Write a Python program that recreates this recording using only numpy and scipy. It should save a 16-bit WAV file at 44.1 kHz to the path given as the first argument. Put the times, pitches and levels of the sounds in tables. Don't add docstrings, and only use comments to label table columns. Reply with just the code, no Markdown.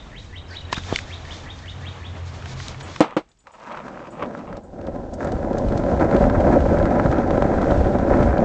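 import sys
import numpy as np
from scipy import signal
from scipy.fft import rfft, irfft
from scipy.io import wavfile
from scipy.ndimage import uniform_filter1d

SR = 44100
rng = np.random.default_rng(int(sys.argv[2]) if len(sys.argv) > 2 else 0)


def digitize_waveform(pressure):
    field = np.atleast_2d(pressure).T
    bounded = np.clip(field, -1, 1)
    quanta = np.round(bounded * 32767).astype(np.int16)
    wavfile.write(sys.argv[1], SR, quanta)


def to_linear_factor(level_db):
    exponent = np.asarray(level_db, float) / 20
    return 10 ** exponent


N = 372204
T = np.arange(N) / SR

# t/s, blow/dB, contact/s, crack/dB, shudder/dB, shudder t60/s
SLAPS = [
    (3.0054, 3, .0003, -4, -13, .16),
    (3.1655, -3, .0015, -40, -16, .1),
]
# t/s, peak/dB, centre f/Hz, truck knock/dB
GRIT_TICKS = [(3.4693, -42.5, 2400, -36.5), (3.5982, -44.5, 2960, -65), (3.6369, -47, 2620, -43),
              (3.6691, -45, 2600, -45), (3.7217, -36.5, 2550, -35), (3.746, -51, 2930, -30),
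              (3.7723, -37, 2640, -32.5), (3.8812, -38, 2710, -31.5), (3.9737, -48, 2700, -32),
              (4.002, -54, 2600, -35), (4.0257, -52.5, 2850, -43), (4.0712, -41, 2650, -37),
              (4.2251, -36, 2610, -26), (4.2586, -46, 2670, -38), (4.349, -46, 2660, -27),
              (4.372, -49, 2660, -45), (4.3977, -51, 2640, -47), (4.5266, -43.5, 2870, -31),
              (4.5681, -38.5, 3940, -42), (4.8122, -44.5, 2980, -42), (4.8668, -37.5, 2930, -55),
              (5.1375, -35.5, 6530, -51), (5.2056, -55.5, 3400, -29), (5.2452, -35, 7460, -34),
              (5.271, -36.5, 2770, -30.5), (5.3188, -33.5, 4220, -36.5), (5.5293, -40, 2620, -35),
              (5.583, -30, 4660, -43.5), (5.6843, -36.5, 3090, -35.5), (5.7211, -37, 2990, -28.5),
              (5.7754, -28.5, 3270, -34), (5.8365, -37, 2650, -28.5), (5.9963, -34, 2670, -33),
              (6.1113, -38, 2970, -23), (6.1634, -30, 2950, -29.5), (6.2395, -42, 2910, -18),
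              (6.2973, -33, 2730, -22), (6.4021, -31, 2610, -31.5), (6.6036, -36, 2710, -29),
              (6.7854, -35, 3240, -29.5), (6.8262, -34.5, 2590, -30.5), (6.8541, -30, 2444, -20),
              (6.9057, -38, 2950, -30.5), (6.9966, -32.5, 2850, -15), (7.0583, -36.5, 2980, -22),
              (7.1136, -33.5, 2720, -28), (7.1567, -38, 2590, -28.5), (7.1828, -34.5, 2760, -40),
              (7.275, -42, 4510, -36.5), (7.306, -31, 2770, -22), (7.3753, -34.5, 2750, -25.5),
              (7.4214, -29, 2570, -18.5), (7.6154, -32, 2840, -30.5), (7.6425, -39.5, 2750, -25),
              (7.7075, -31, 2640, -29), (7.844, -36, 2860, -30.5), (7.869, -37.5, 2620, -32),
              (7.9851, -34, 2620, -31.5), (8.1379, -43, 2970, -19), (8.1699, -36, 2550, -30),
              (8.2268, -29, 2620, -22), (8.3786, -29.5, 2550, -30)]


def columns(table):
    s, *values = np.transpose(table)
    return [np.interp(T, s, v, left=-120, right=-120) for v in values]


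def white():
    return rng.standard_normal(N)


def unit(x):
    return x / np.sqrt(np.mean(x ** 2))


def colour(x, points):
    hz, db = np.transpose(points)
    f = np.maximum(np.fft.rfftfreq(N, 1 / SR), 1)
    gain = to_linear_factor(np.interp(np.log(f), np.log(hz), db))
    return unit(irfft(rfft(x) * gain, N))


def ring(x, hz, width):
    return signal.lfilter(*signal.iirpeak(hz, hz / width, SR), x)


def body(x, modes):
    out = 0
    for k, (hz, width, db) in enumerate(modes):
        out = out + (-1) ** k * to_linear_factor(db) * ring(x, hz, width)
    return unit(out)


def dull(x, hz):
    return signal.sosfilt(signal.butter(3, hz, fs=SR, output="sos"), x)


def walk(rate):
    hold = int(SR / rate)
    steps = np.repeat(rng.standard_normal(N // hold + 1), hold)
    return 1.2 * uniform_filter1d(steps, hold)[:N]


def stones(rate, spread_db):
    chance = rng.random((3, N))
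    hit = chance[0] < rate / SR
    sign = np.sign(chance[1] - .5)
    return hit * sign * to_linear_factor(-spread_db * np.log(chance[2] + .01))


def add(out, s, piece):
    i = int(round(s * SR))
    piece = piece[max(-i, 0):N - i]
    out[max(i, 0):max(i, 0) + len(piece)] += piece


def struck(modes, length):
    t = T[:int(length * SR)]
    return sum(to_linear_factor(db - 60 * t / t60) * np.sin(2 * np.pi * hz * t) for hz, db, t60 in modes)


def clicks(table, sharpness):
    out, t = np.zeros(N), T[:SR // 20]
    for s, db, hz, t60 in table:
        fade = to_linear_factor(-60 * t / max(t60, .003)) * (1 - np.exp(-t / .0005))
        snap = rng.standard_normal(len(t)) * fade
        snap = ring(ring(snap, hz, hz / sharpness), 1.1 * hz, 1.6 * hz)
        add(out, s, snap / np.abs(snap).max() * to_linear_factor(db))
    return out


def bumps(table):
    out = np.zeros(N)
    for s, db, width in table:
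        u = T[:SR // 20] / width - 2
        dip = np.exp(-u ** 2 * 2)
        swing_back = .5 * np.exp(-(u - 1.6) ** 2 / 4.1)
        add(out, s - 2 * width, to_linear_factor(db) * (swing_back - dip))
    return out


def street():
    # t/s, low air/dB, murmur/dB, motor/dB, motor overtone/dB
    levels = [(0.0, -44, -51.5, -65, -56), (0.18, -43, -53.5, -45, -58), (0.32, -43.5, -54.5, -46, -65),
              (0.58, -45, -48, -43.5, -57), (0.92, -47, -38, -37, -50), (1.05, -42, -45, -39.5, -54),
              (1.38, -46, -42, -39.5, -50), (1.71, -42.5, -46, -37.5, -46.5),
              (1.86, -50.5, -43.5, -38, -49.5), (2.12, -50.5, -43.5, -36.5, -46.5),
              (2.5, -44, -42, -40.5, -42), (2.84, -44.5, -42.5, -43.5, -45), (2.97, -54, -39, -47, -48),
              (3.07, -63, -43.5, -79.5, -55.5), (3.2, -56, -60, -74, -80), (3.34, -67, -75, -79, -80),
              (3.5, -66, -73, -78.5, -88.5)]
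    # f/Hz, level/dB
    murmur = [(88, -20.5), (150, -1), (398, -8), (835, -8), (1640, -14.5), (3430, -20), (4570, -40.5),
              (7070, -35), (8370, -49), (10900, -76), (18400, -120)]
    # f/Hz, width/Hz
    motor = [(86, 8), (129, 7.3)]
    # f/Hz, width/Hz, level/dB
    whine = (4290, 25, -68)
    air_db, murmur_db, *motor_db = columns(levels)
    out = unit(ring(white(), 45, 38)) * to_linear_factor(air_db + 2.5 + .5 * walk(7.4))
    for (hz, width), db in zip(motor, motor_db):
        hum = ring(ring(white(), hz, width), hz, 3 * width)
        out += unit(hum) * to_linear_factor(db + 3)
    out += colour(white(), murmur) * to_linear_factor(murmur_db + 1.5 + 2.2 * walk(21))
    whine_hz, whine_width, whine_db = whine
    fade_in = np.clip(T / .73, 0, 1) ** 2
    until_slap = T < SLAPS[0][0]
    return out + unit(ring(white(), whine_hz, whine_width)) * to_linear_factor(whine_db) * until_slap * fade_in


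def sung(curve):
    s, hz, db = np.transpose(curve)
    t = np.arange(s[0], s[-1], 1 / SR)
    hoarse = uniform_filter1d(rng.standard_normal((2, SR // 4)), size=150)[:, :len(t)] * 12
    pitch = np.interp(t, s, hz) * (1 + .03 * hoarse[1])
    return to_linear_factor(np.interp(t, s, db) + 3 * hoarse[0]) * np.sin(2 * np.pi * np.cumsum(pitch) / SR)


def birds():
    # t/s, f/Hz, level/dB
    whistle = [(-.09, 1720, -32), (-.075, 1750, -15), (-.048, 1900, -9), (-.034, 2250, -11),
               (-.026, 2900, -11), (-.018, 3250, -4), (-.004, 3700, -2), (.004, 3950, -20)]
    # t/s, level/dB
    whistle_ends = [(-.005, -36), (.19, -34), (.385, -33), (.577, -32), (.768, -29), (.958, -30),
                    (1.145, -33), (1.332, -32), (1.516, -32), (1.702, -32), (1.888, -32), (2.072, -35)]
    # t/s, f/Hz, level/dB
    chirps = [
        [(.475, 4430, -71), (.49, 5160, -51), (.497, 5500, -68)],
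        [(.492, 4100, -68), (.503, 5200, -53), (.51, 4670, -47), (.54, 4040, -49), (.58, 3500, -60.5),
         (.62, 2940, -48), (.64, 2700, -66)],
        [(.485, 1734, -66), (.51, 1485, -47), (.55, 1750, -56), (.57, 1900, -59)],
    ]
    # delay/s, level/dB
    houses = [(.034, -6), (.013, -8), (.022, -12), (.08, -16), (.125, -22)]
    calls = np.zeros(N + SR)
    for s, db in whistle_ends:
        add(calls, 1 + s + whistle[0][0], sung(whistle) * to_linear_factor(db))
    for chirp in chirps:
        add(calls, 1 + chirp[0][0], sung(chirp))
    t = T[:SR // 3]
    echo = rng.standard_normal(len(t)) * to_linear_factor(-36 - 60 * t / .3)
    echo[0] = 1
    for delay, db in houses:
        add(echo, delay, rng.standard_normal(300) * to_linear_factor(db - 24))
    return signal.fftconvolve(calls, echo)[SR:SR + N]


def wind():
    # t/s, level/dB
    rumble = [(3.44, -66.5), (3.7, -66), (3.82, -56), (4.34, -58.5), (4.55, -37.5), (4.61, -52),
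              (4.83, -40), (5.26, -33.5), (5.35, -25), (5.4, -31), (5.85, -24.5), (6.1, -30.5), (6.27, -16),
              (6.31, -23.5), (6.68, -19), (6.89, -25.5), (7.1, -21), (7.16, -26.5), (7.66, -26),
              (7.71, -21.5), (7.94, -24.5), (8.24, -17.5), (8.44, -23.5)]
    # t/s, peak/dB, width of the push/s
    gusts = [(6.27, -21, 0.002), (6.497, -11, 0.002), (6.643, -10.5, 0.0011), (6.701, -17, 0.0018),
             (7.057, -4.5, 0.002), (7.098, -7.5, 0.0022), (7.354, -19, 0.002), (7.454, -8, 0.0012),
             (7.718, -10, 0.0022), (8.288, -9, 0.0014)]
    buffeting = body(white(), [(40.4, 52.6, 0), (91.8, 56.3, .97)])
    return buffeting * to_linear_factor(columns(rumble)[0] + 2 * walk(12)) + bumps(gusts)


def hands():
    # t/s, level/dB
    cloth = [(0.0, -65), (0.18, -66), (0.2, -57), (0.45, -72), (0.5, -61), (0.59, -61), (0.71, -68.5),
             (0.73, -32), (0.75, -56), (0.78, -45.5), (0.8, -55.5), (0.95, -42), (0.96, -25), (0.97, -37),
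             (1.05, -55), (1.23, -59.5), (1.34, -50), (1.49, -62), (2.15, -62.5), (2.54, -52.5),
             (2.55, -59), (2.62, -42), (2.65, -49.5), (2.69, -41.5), (2.7, -50), (2.79, -65.5), (2.81, -43),
             (2.83, -57), (3.0, -51.5)]
    # f/Hz, level/dB
    rustle = [(350, -36), (600, -13), (2090, -2), (2350, 2.5), (2750, -7), (3580, 2), (7090, -3.5),
              (8370, -19), (10900, -58.5), (18400, -120)]
    # t/s, peak/dB, centre f/Hz, t60/s
    shell_knocks = [(.7268, -11, 1300, .02), (.7275, -16, 4000, .012), (.7435, -21, 3000, .012),
                    (.767, -21, 1500, .03), (.7795, -21, 1300, .03), (.9588, -8, 2600, .012),
                    (.9875, -14, 1900, .012),
                    (0.8356, -26.5, 2730, 0.0092), (1.25, -29, 1810, 0.03), (1.589, -37, 3560, 0.015),
               (1.6581, -31, 2080, 0.011), (2.423, -32.5, 1880, 0.019), (2.4568, -25, 1530, 0.018),
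               (2.6002, -23, 1380, 0.019), (2.6823, -20, 3630, 0.0071), (2.7444, -29, 1370, 0.017),
               (2.8085, -25, 1334, 0.019), (2.9605, -20, 1430, 0.011), (3.1076, -30.5, 1640, 0.012)]
    # t/s, peak/dB, width of the push/s
    shell_bumps = [(0.7276, -15, 0.00048), (0.735, -21, 0.0014), (0.778, -15.5, 0.0016),
                   (0.9263, -4.5, 0.00058), (0.933, -22, .004)]
    crinkle = white() + .5 * unit(stones(1500, 3))
    cloth_db = np.minimum(columns(cloth)[0], -46.5)
    out = colour(crinkle, rustle) * to_linear_factor(cloth_db + 6 + 2 * walk(30))
    return out + clicks(shell_knocks, 1.4) + bumps(shell_bumps)


def tags():
    # t/s, level/dB
    touches = [(2.827, -48), (2.99, -55), (3.29, -64.5), (3.388, -60), (3.518, -59), (4.105, -55.5),
               (4.634, -62)]
    # f/Hz, level/dB, t60/s
    disc = [(7040, 0, .2), (7970, -3, .2)]
    out = np.zeros(N)
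    for s, db in touches:
        add(out, s, struck(disc, .12) * to_linear_factor(db))
    return out


def shoe():
    # t/s, level/dB
    drags = [
        [(3.01, -38), (3.03, -32), (3.052, -28), (3.085, -39.5), (3.1, -43), (3.125, -35.5), (3.148, -44),
         (3.16, -55.5)],
        [(3.168, -30), (3.17, -39), (3.23, -73)],
        [(3.44, -77), (3.476, -43), (3.486, -50.5), (3.774, -34.5), (3.928, -46), (4.084, -40), (4.102, -52.5),
         (4.244, -30), (4.31, -66), (4.32, -44), (4.57, -44.5), (4.62, -69)],
    ]
    # f/Hz, level/dB
    scuff = [(290, -32.5), (500, 3.5), (758, -1.5), (895, 4), (1260, 2.5), (1430, -10), (2580, -11.5),
             (6000, -43), (7800, -70), (13200, -120)]
    slips = unit(stones(900, 3)) * to_linear_factor(3 * walk(41))
    return colour(slips, scuff) * sum(to_linear_factor(columns(drag)[0]) for drag in drags)


def paws_and_grit():
    # t/s, peak/dB, centre f/Hz, t60/s
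    claws = [(3.288, -55, 4500, .02), (3.315, -51, 4000, .03), (3.372, -56, 4500, .02),
             (3.403, -54, 3600, 0.029), (3.424, -66, 5500, .015), (5.133, -42, 6000, 0.11),
             (5.577, -41.5, 5470, 0.076), (5.77, -40, 5020, 0.12)]
    grit = [(s, db, hz, .03) for s, db, hz, _ in GRIT_TICKS]
    return clicks([*grit, *claws], 1.3)


def clacks():
    # f/Hz, level/dB, t60/s
    slap_modes = [(220, -9, 0.037), (308.5, -2, 0.059), (515, -1, 0.033), (653, -15, 0.087),
                  (805, -13.5, 0.054), (1205, -18.5, 0.046)]
    out, shudder, t = np.zeros(N), np.zeros(N), T[:SR // 4]
    for s, blow_db, contact, crack_db, shudder_db, t60 in SLAPS:
        noise = rng.standard_normal((2, len(t)))
        onset = 1 - np.exp(-t / contact)
        add(out, s, struck(slap_modes, .25) * to_linear_factor(blow_db) * onset)
        crack = np.diff(noise[0], prepend=0) * to_linear_factor(crack_db - 60 * t / .006)
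        add(out, s + 1 / 1200, crack)
        add(shudder, s, noise[1] * to_linear_factor(shudder_db - 60 * t / t60) * onset)
    out += 5 * ring(ring(shudder, 410, 840), 600, 1400)
    out += .4 * ring(ring(shudder, 1900, 1200), 1900, 1800)
    out += .008 * shudder
    return signal.sosfilt(signal.butter(3, 130, "high", fs=SR, output="sos"), out)


def rolling():
    # t/s, deck/dB, truck rattle/dB, grit hiss/dB
    levels = [(3.44, -61.5, -71, -77), (3.52, -62, -71, -67), (3.68, -45, -45, -62.5),
              (3.84, -36.5, -44.5, -61.5), (4.19, -38, -55, -66), (4.23, -27, -42, -63),
              (4.4, -34.5, -49.5, -62.5), (4.57, -34.5, -50, -69), (4.61, -41.5, -61.5, -71),
              (4.85, -31.5, -50, -67), (5.17, -30.5, -52, -63.5), (5.22, -23.5, -34.5, -54.5),
              (5.35, -23.5, -42, -61), (5.58, -22.5, -43.5, -59.5), (5.76, -21, -42, -57),
              (6.17, -15.5, -32, -53), (6.36, -19, -36, -57.5), (6.39, -15, -33.5, -55.5),
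              (6.57, -17, -34, -54.5), (7.24, -18.5, -34, -56), (7.6, -18, -32.5, -54),
              (7.71, -15, -31.5, -52), (7.83, -19, -35.5, -57.5), (8.26, -16, -32.5, -54),
              (8.3, -23.5, -36.5, -61.5), (8.44, -16, -34.5, -54)]
    # f/Hz, width/Hz, level/dB
    deck = [(179, 140, -2.5), (258.5, 88, 1.5), (338, 64, -1.5), (486, 120, -4.5), (565, 54.8, 1.5),
            (735, 150, -6), (807, 87, -5.5), (1007, 77, -14)]
    # f/Hz, width/Hz, level/dB
    trucks = [(935, 126, -0.5), (1324, 105, 0.5), (1575, 208, -3.5), (2050, 730, -13.5), (2700, 300, -21.5)]
    # f/Hz, level/dB
    hiss = [(1500, -20), (2800, 0), (4500, -2), (7100, -4), (8400, -14), (11000, -50)]
    # t/s, peak/dB
    cracks = [(5.837, -8), (6.059, -16), (6.265, -4), (6.5, 1.5), (6.558, -12), (6.995, -6), (7.376, 1.5),
              (7.42, -1), (7.58, -11), (7.68, -17), (7.717, -1), (7.765, -10), (7.811, -23), (8.079, -5.5),
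              (8.333, -19), (8.388, -2.5)]
    deck_db, truck_db, hiss_db = columns(levels)
    rough_db = 1.6 * walk(60) + .8 * walk(14)
    road = unit(stones(1500, 1.79)) * to_linear_factor(rough_db)
    rattle = unit(stones(800, 4)) * to_linear_factor(1.5 * rough_db)
    out = dull(body(road, deck), 1400) * to_linear_factor(deck_db)
    out += dull(body(.7 * road + rattle, trucks), 3000) * to_linear_factor(truck_db + 1)

    blow = np.arange(N) == 0
    knock = body(blow, deck)[:SR // 10]
    clink = body(blow, trucks)[:SR // 10]
    for s, db in cracks:
        add(out, s, dull(knock, 1300) / np.abs(knock).max() * to_linear_factor(db - 5))
    for s, _, _, db in GRIT_TICKS:
        add(out, s, dull(clink, 3200) / np.abs(clink).max() * to_linear_factor(db + 5))

    grit = white() + .5 * rattle
    grit_db = hiss_db + 1 + .24 * rough_db + 1.4 * walk(40)
    return out + colour(grit, hiss) * to_linear_factor(grit_db)


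def scene():
    background = street() + birds() + wind()
    near = hands() + tags() + shoe() + paws_and_grit()
    return (background + near + clacks() + rolling())[None]


def roll_off(x):
    return signal.sosfilt(signal.butter(12, 8520, fs=SR, output="sos"), x)


def record(dry):
    top_hz, ceiling = 8150, .7
    hiss = white() * to_linear_factor(-69)
    top_cut = signal.cheby1(10, .5, top_hz, fs=SR, output="sos")
    soft = signal.sosfilt(top_cut, dry + hiss)
    return roll_off(np.clip(soft, -ceiling, ceiling))


dry = scene()
out = record(dry)
digitize_waveform(out)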